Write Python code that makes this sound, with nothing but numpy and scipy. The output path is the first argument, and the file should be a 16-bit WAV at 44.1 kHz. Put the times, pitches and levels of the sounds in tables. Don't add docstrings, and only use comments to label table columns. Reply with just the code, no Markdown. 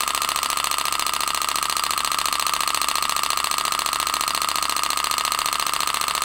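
import sys
import numpy as np
from scipy import signal
from scipy.fft import rfft, irfft, next_fast_len
from scipy.io import wavfile
from scipy.ndimage import uniform_filter1d

SR = 44100
rng = np.random.default_rng(int(sys.argv[2]) if len(sys.argv) > 2 else 0)


def makeup_ratio(level_db):
    decades = np.asarray(level_db, float) / 20
    return 10 ** decades


def to_wav(s):
    ch = np.atleast_2d(s).T
    pcm = np.round(np.clip(ch, -1, 1) * 32767)
    wavfile.write(sys.argv[1], SR, pcm.astype(np.int16))


N = 275565


def evened(x):
    return x / np.sqrt(np.mean(x ** 2) + 1e-20)


def read(points, hz):
    f, value = np.transpose(points)
    return np.interp(np.log(hz + 1), np.log(f + 1), value)


def colour(x, points):
    size = next_fast_len(len(x))
    gain = makeup_ratio(read(points, np.fft.rfftfreq(size, 1 / SR)))
    return irfft(rfft(x, size) * gain, size)[:len(x)]


def add(mix, s, sound):
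    at = round(s * SR)
    part = mix[max(at, 0):][:max(len(sound) + min(at, 0), 0)]
    part += sound[max(-at, 0):][:len(part)]


# time_s, speed_turns_per_s
FLYWHEEL_SPEED = [(-.2, 14.0892), (1.1, 14.2177), (1.9, 14.3047), (2.5, 14.2987), (3., 14.3416),
                  (4., 14.368), (4.6, 14.3904), (5.2, 14.427), (6.4, 14.4608)]
START_TURN, LAST_TURN = -3.9076, 88


def crank():
    step_s = 1e-4
    s = np.arange(FLYWHEEL_SPEED[0][0], FLYWHEEL_SPEED[-1][0], step_s)
    return s, START_TURN + np.cumsum(np.interp(s, *np.transpose(FLYWHEEL_SPEED))) * step_s


# time_s, extra_db
SQUARE_HITS = [(1.73, 6), (1.80, 9), (1.94, 6), (2.43, 4), (2.57, 4), (3.41, 4), (3.69, 4), (4.66, 4),
               (4.80, 6), (5.64, 4)]


def loose_pin(t, now, level_db, detune):
    pin_hz, t60_s = 4770, .035
    square_db = sum(db for when, db in SQUARE_HITS if 0 < when - now < .06)
    decay = makeup_ratio(level_db + square_db - 60 * t / t60_s)
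    return decay * np.sin(2 * np.pi * pin_hz * (1 + detune) * t)


FRAME_MODES = [(400, 4.4, -57, -6, 22, 0), (712, 14.3, -60, 4, 69, -2), (892, 19.6, -45, 13.5, 73.5, 3),
               (1106.7, 19.3, 150, -18, -152, 75), (1210.8, 84, 44, -15, -29, 54),
               (1246.6, 37.5, -79, 62, 11, -31), (1301.4, 31.8, -36, -17, 51, -81),
               (1656, 17.6, -57, -6, 31, -10), (1901, 8.9, -48, 19, 114, -12), (2184, 8.9, -60, -12, 51, -28),
               (2660, 14.7, 44, -9, 83, -11), (2960, 5.8, 201, 1, -203, -26),
                  (3436, 5.4, 38, -57, -140, -14), (3702, 14, -61, -12, 57, 5),
                  (3846, 8.5, 23, -96, 74, -1), (4167, 17.7, 185, -14, 24, -1),
                  (4510, 6.5, -67, 11, -177, -16), (4800, 20.7, -54, 9, 43, -8),
                  (6046, 6.8, -101, -38, -11, 6), (6570, 4.2, 26, 116, 50, -25),
               (7844, 34, -35, -9, 34, 15), (8160, 11.3, 178, -15, 70, 46),
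                  (8360, 5.9, -180, 81, -88, -2), (9450, 2.4, -9, -33, -7, -44),
                  (10290, 32, -23, 14, 17, -1), (10830, 7.5, 118, 10, -45, 9), (12200, 14, -22, 5, 31, 4),
                  (13820, 11, -95, 0, -17, 1), (15260, 9, -66, 0, 2, -1), (15600, 8.0, 74, 1, -5, 0)]
# angle_turns, drift_turns_per_s, bend_turns_per_s2, scatter_ms
KNOCK_ANGLES = [
    (.00009, -.00066, .00009, .02),
    (.21197, .00478, -.00014, .25),
    (.40155, -.00067, .00005, .03),
    (.81393, -.00087, .00006, .04),
]
# blow_db, spread_db, low_mode_drift_db_per_s, high_mode_drift_db_per_s, loose_pin_db
KNOCK_BLOWS = [
    (.3, .3, .17, -.15, -48),
    (.4, .4, .1, -.3, -52),
    (.4, .35, .2, -.5, -35),
    (.8, .45, .35, .2, -55),
]
# level_db, dullness (0-1)
FACE_CRACKS = [
    (-19.5, 0.18),
    (-29.5, .98),
    (-23.5, 0.12),
    (-40, 0.2),
]
# frequency_hz, gain_db
CRACK_SPECTRUM = [(2000, -21), (4500, 5), (6000, -0.5), (8000, 4), (11000, -1.5), (13000, -15), (16000, 0)]


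def knocks():
    settle_hz, settle_db, settle_s = 4040, -5.5, 2
    s, turn = crank()
    hz, t60_ms, *swings = np.transpose(FRAME_MODES)
    steps = np.arange(1050)[:, None] / SR
    fade = np.clip((steps[-1] - steps[:, 0]) / .006, 0, 1)
    height = np.log(hz / hz[0]) / np.log(hz[-1] / hz[0])
    rings, cracks = np.zeros(N), np.zeros(N)
    for place, blow, face, swing in zip(KNOCK_ANGLES, KNOCK_BLOWS, FACE_CRACKS, swings):
        angle, drift, bend, scatter_ms = place
        blow_db, spread_db, low_db, high_db, pin_db = blow
        crack_db, dull = face
        draws = rng.standard_normal((LAST_TURN + 2, 3, len(hz)))
        wander = evened(uniform_filter1d(draws, size=16, axis=0))
        lucks = .8 * wander + .6 * rng.standard_normal(draws.shape)
        surface = rng.standard_normal(len(steps))
        for k, luck in enumerate(lucks, -1):
            now = np.interp(k, turn, s)
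            since_middle = now - N / SR / 2
            at = np.interp(k + angle + drift * now + bend * now ** 2, turn, s)
            at += scatter_ms / 1000 * draws[k + 1, 0, 0]
            t = np.maximum(steps + round(at * SR) / SR - at, 0)
            t_line = t[:, 0]
            rise = fade * makeup_ratio(blow_db + spread_db * luck[0, 1]) * (1 - np.exp(-t_line / .000106))

            tuned_hz = hz * (1 + .0009 * luck[1])
            shares_db = .5 * luck[2] + (low_db + (high_db - low_db) * height) * since_middle
            shares_db += settle_db * np.exp(-now / settle_s - ((hz - settle_hz) / 200) ** 2)
            modes = swing / 1000 * makeup_ratio(-60e3 * t / t60_ms) * np.sin(2 * np.pi * tuned_hz * t)
            ring = modes @ makeup_ratio(shares_db)
            pin = loose_pin(t_line, now, pin_db + 4.5 * draws[k + 1, 0, 2], .006 * luck[0, 3])
            add(rings, at, rise * (ring + pin))

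            rough = 0.88 * surface + 0.74 * rng.standard_normal(len(t))
            grit = signal.lfilter([1, np.clip(dull, 0, 1)], 1, rough)
            crack = makeup_ratio(crack_db + high_db * since_middle) * grit * np.exp(-t_line / 0.0017)
            add(cracks, at, rise * crack)
    return rings + colour(cracks, CRACK_SPECTRUM)


def contacts(per_s, spread_db, alike):
    s, turn = crank()
    starts = np.interp(np.arange(-2, LAST_TURN + 1), turn, s)
    shape = (len(starts), round(SR * (starts[1] - starts[0])))
    sizes = makeup_ratio(spread_db * np.minimum(rng.exponential(1, (2, *shape)), 5))
    sizes *= rng.random((2, *shape)) < per_s / SR
    habit = sizes[0, 0] * evened(uniform_filter1d(rng.standard_normal(shape), size=30, axis=0))
    fresh = sizes[1] * rng.standard_normal(shape)
    alike = np.clip(alike, 0, 1)
    turns = np.sqrt(alike) * evened(habit) + np.sqrt(1 - alike) * evened(fresh)
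    out = np.zeros(N)
    for at, hits in zip(starts, turns):
        add(out, at, hits)
    return out


def stirred(turn, levels_db, lags, sharp, rest_db):
    power = makeup_ratio(rest_db) ** 2
    for (angle, *_), db, lag in zip(KNOCK_ANGLES, levels_db, lags):
        u = (turn - angle) % 1 / max(lag, .01)
        swell = (u * np.exp(1 - u)) ** sharp
        power = power + (makeup_ratio(db) * swell) ** 2
    return np.sqrt(power)


# chatter_db, chatter_lag_turns, hum_db, hum_lag_turns
LOOSE_PARTS = [
    (-34, 0.084, -40, 0.084),
    (-36, 0.094, -34.5, 0.083),
    (-35.5, .1, -34.5, 0.13),
    (-44, 0.14, -32.5, 0.051),
]
# frequency_hz, gain_db
CHATTER_SPECTRUM = [(300, -20), (900, -5.5), (2600, -0.5), (4400, -3.5), (6500, -16), (8200, -6),
                    (9500, -10.5), (15500, -18.5)]
# frequency_hz, width_hz, level_db
HUM_MODES = [(1070.6, 55, -6), (1164, 15, 5.5), (1244, 31, 2.5), (1348, 42, 4.5)]


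def slack():
    turn = np.interp(np.arange(N) / SR, *crank())
    chatter_db, chatter_lag, hum_db, hum_lag = np.transpose(LOOSE_PARTS)
    t = np.arange(2000) / SR
    body = np.zeros(len(t))
    for hz, width, db in HUM_MODES:
        decay = np.exp(-np.pi * width * t)
        body += makeup_ratio(db) * np.sqrt(width) * decay * np.sin(2 * np.pi * hz * t)
    hum = contacts(2000, 0.69, 0.85) * stirred(turn, hum_db, hum_lag, sharp=2.42, rest_db=-63)
    chatter = evened(colour(contacts(6000, 1.9, 0.51), CHATTER_SPECTRUM))
    chatter *= stirred(turn, chatter_db, chatter_lag, sharp=1.04, rest_db=-53)
    return chatter + signal.oaconvolve(hum, body / np.linalg.norm(body))[:N]


# frequency_hz, gain_db
SMALL_BODY = [(60, -40), (110, -7), (160, -4.5), (240, 0), (450, 0.5), (800, 0.68), (16000, 1.53)]


def engine():
    return colour(knocks() + slack(), SMALL_BODY)


# frequency_hz, t60_s
SHOP_DECAY = [(200, 0.14), (1000, 0.2), (4000, 0.087), (9000, 0.26), (16000, 0.054)]


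def tail(start_ms):
    taps, gap = np.zeros(SR // 2), 20
    at = np.arange(round(start_ms * SR / 1000), len(taps) - gap, gap)
    places = at + rng.integers(0, gap, len(taps))[:len(at)]
    taps[places] = rng.choice([-1., 1.], len(taps))[:len(at)]
    hz, t, z = signal.stft(taps, SR, nperseg=256)
    decay = makeup_ratio(-60 * t / read(SHOP_DECAY, hz)[:, None])
    taps = signal.istft(z * decay, SR, nperseg=256)[1]
    return taps / np.linalg.norm(taps)


# delay_ms, signed_share
BENCH_ECHOES = [(1.29, -0.12), (2.31, -0.08), (3.06, 0.04), (3.7, -0.09), (3.92, 0.05), (4.08, -0.05),
                (5.51, -0.04), (7.21, -0.04), (7.55, 0.07), (8.32, -0.04)]
# frequency_hz, gain_db
WALL_RETURN = [(200, -15), (700, -25.5), (1200, -12), (2500, -10), (4500, -10), (8000, -21.5),
               (16000, -15.5)]


def workshop(x):
    wall_ms, wall_db = 8.6, -17.5
    taps = colour(tail(wall_ms), WALL_RETURN)
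    for ms, share in BENCH_ECHOES:
        taps[round(ms * SR / 1000)] += share
    slap = np.diff(rng.standard_normal(200)) * np.exp(-np.arange(199) / 19.0)
    add(taps, wall_ms / 1000, makeup_ratio(wall_db) * slap / np.linalg.norm(slap))
    return signal.oaconvolve(x, taps)[:N]


# frequency_hz, density_db_per_hz
RUMBLE_SPECTRUM = [(30, -1), (50, 0), (100, -18), (125, -4), (250, -4), (400, -13.5), (800, -13),
                   (1500, -28)]
# frequency_hz, level_db (rms)
MAINS_LINES = [(59.2, -53), (118.7, -65.5), (302.1, -56.5), (159.4, -59.5), (249.8, -60.5), (368.3, -62),
               (15545, -66)]
# frequency_hz, gain_db
HISS_SPECTRUM = [(300, 1.5), (3000, -0.5), (8000, -7), (11000, -26), (13000, -16), (16000, -16)]


def background():
    t = np.arange(N) / SR
    lines = np.zeros(N)
    for hz, db in MAINS_LINES:
        lines += makeup_ratio(db) * np.sqrt(2) * np.sin(2 * np.pi * (hz * t + rng.random()))
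    rumble = makeup_ratio(-54) * evened(colour(rng.standard_normal(N), RUMBLE_SPECTRUM))
    hiss = makeup_ratio(-48.5) * evened(colour(rng.standard_normal(N), HISS_SPECTRUM))
    return lines + rumble + hiss


# frequency_hz, gain_db
SIDE_SPECTRUM = [(100, -17), (400, -10), (700, -18.5), (1300, -22.5), (2400, -18), (4400, -19),
                 (8100, -17), (15000, -18)]
# frequency_hz, gain_db
BASS_LEAN = [(60, -30), (200, -22), (500, -42), (16000, -62)]


def stereo_spread(mid):
    z = signal.stft(mid, nperseg=512)[2]
    random_phase = np.exp(2j * np.pi * rng.random(z.shape))
    scattered = signal.istft(z * random_phase, nperseg=512)[1][:N]
    side = colour(scattered, SIDE_SPECTRUM) - colour(mid, BASS_LEAN)
    return np.array([mid + side, mid - side])


def scene():
    direct = engine()
    return stereo_spread(direct + workshop(direct) + background())


def band_limit(x):
    return signal.sosfilt(signal.butter(12, 17140, fs=SR, output="sos"), x)


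def record(dry):
    edge = [(15500, 0.34), (15850, -3), (16050, -19), (17100, -36), (17200, -90)]  # frequency_hz, gain_db
    mix = np.array([colour(0.71 * np.tanh(v / .7), edge) for v in dry])
    return band_limit(mix)


dry = scene()
out = record(dry)
to_wav(out)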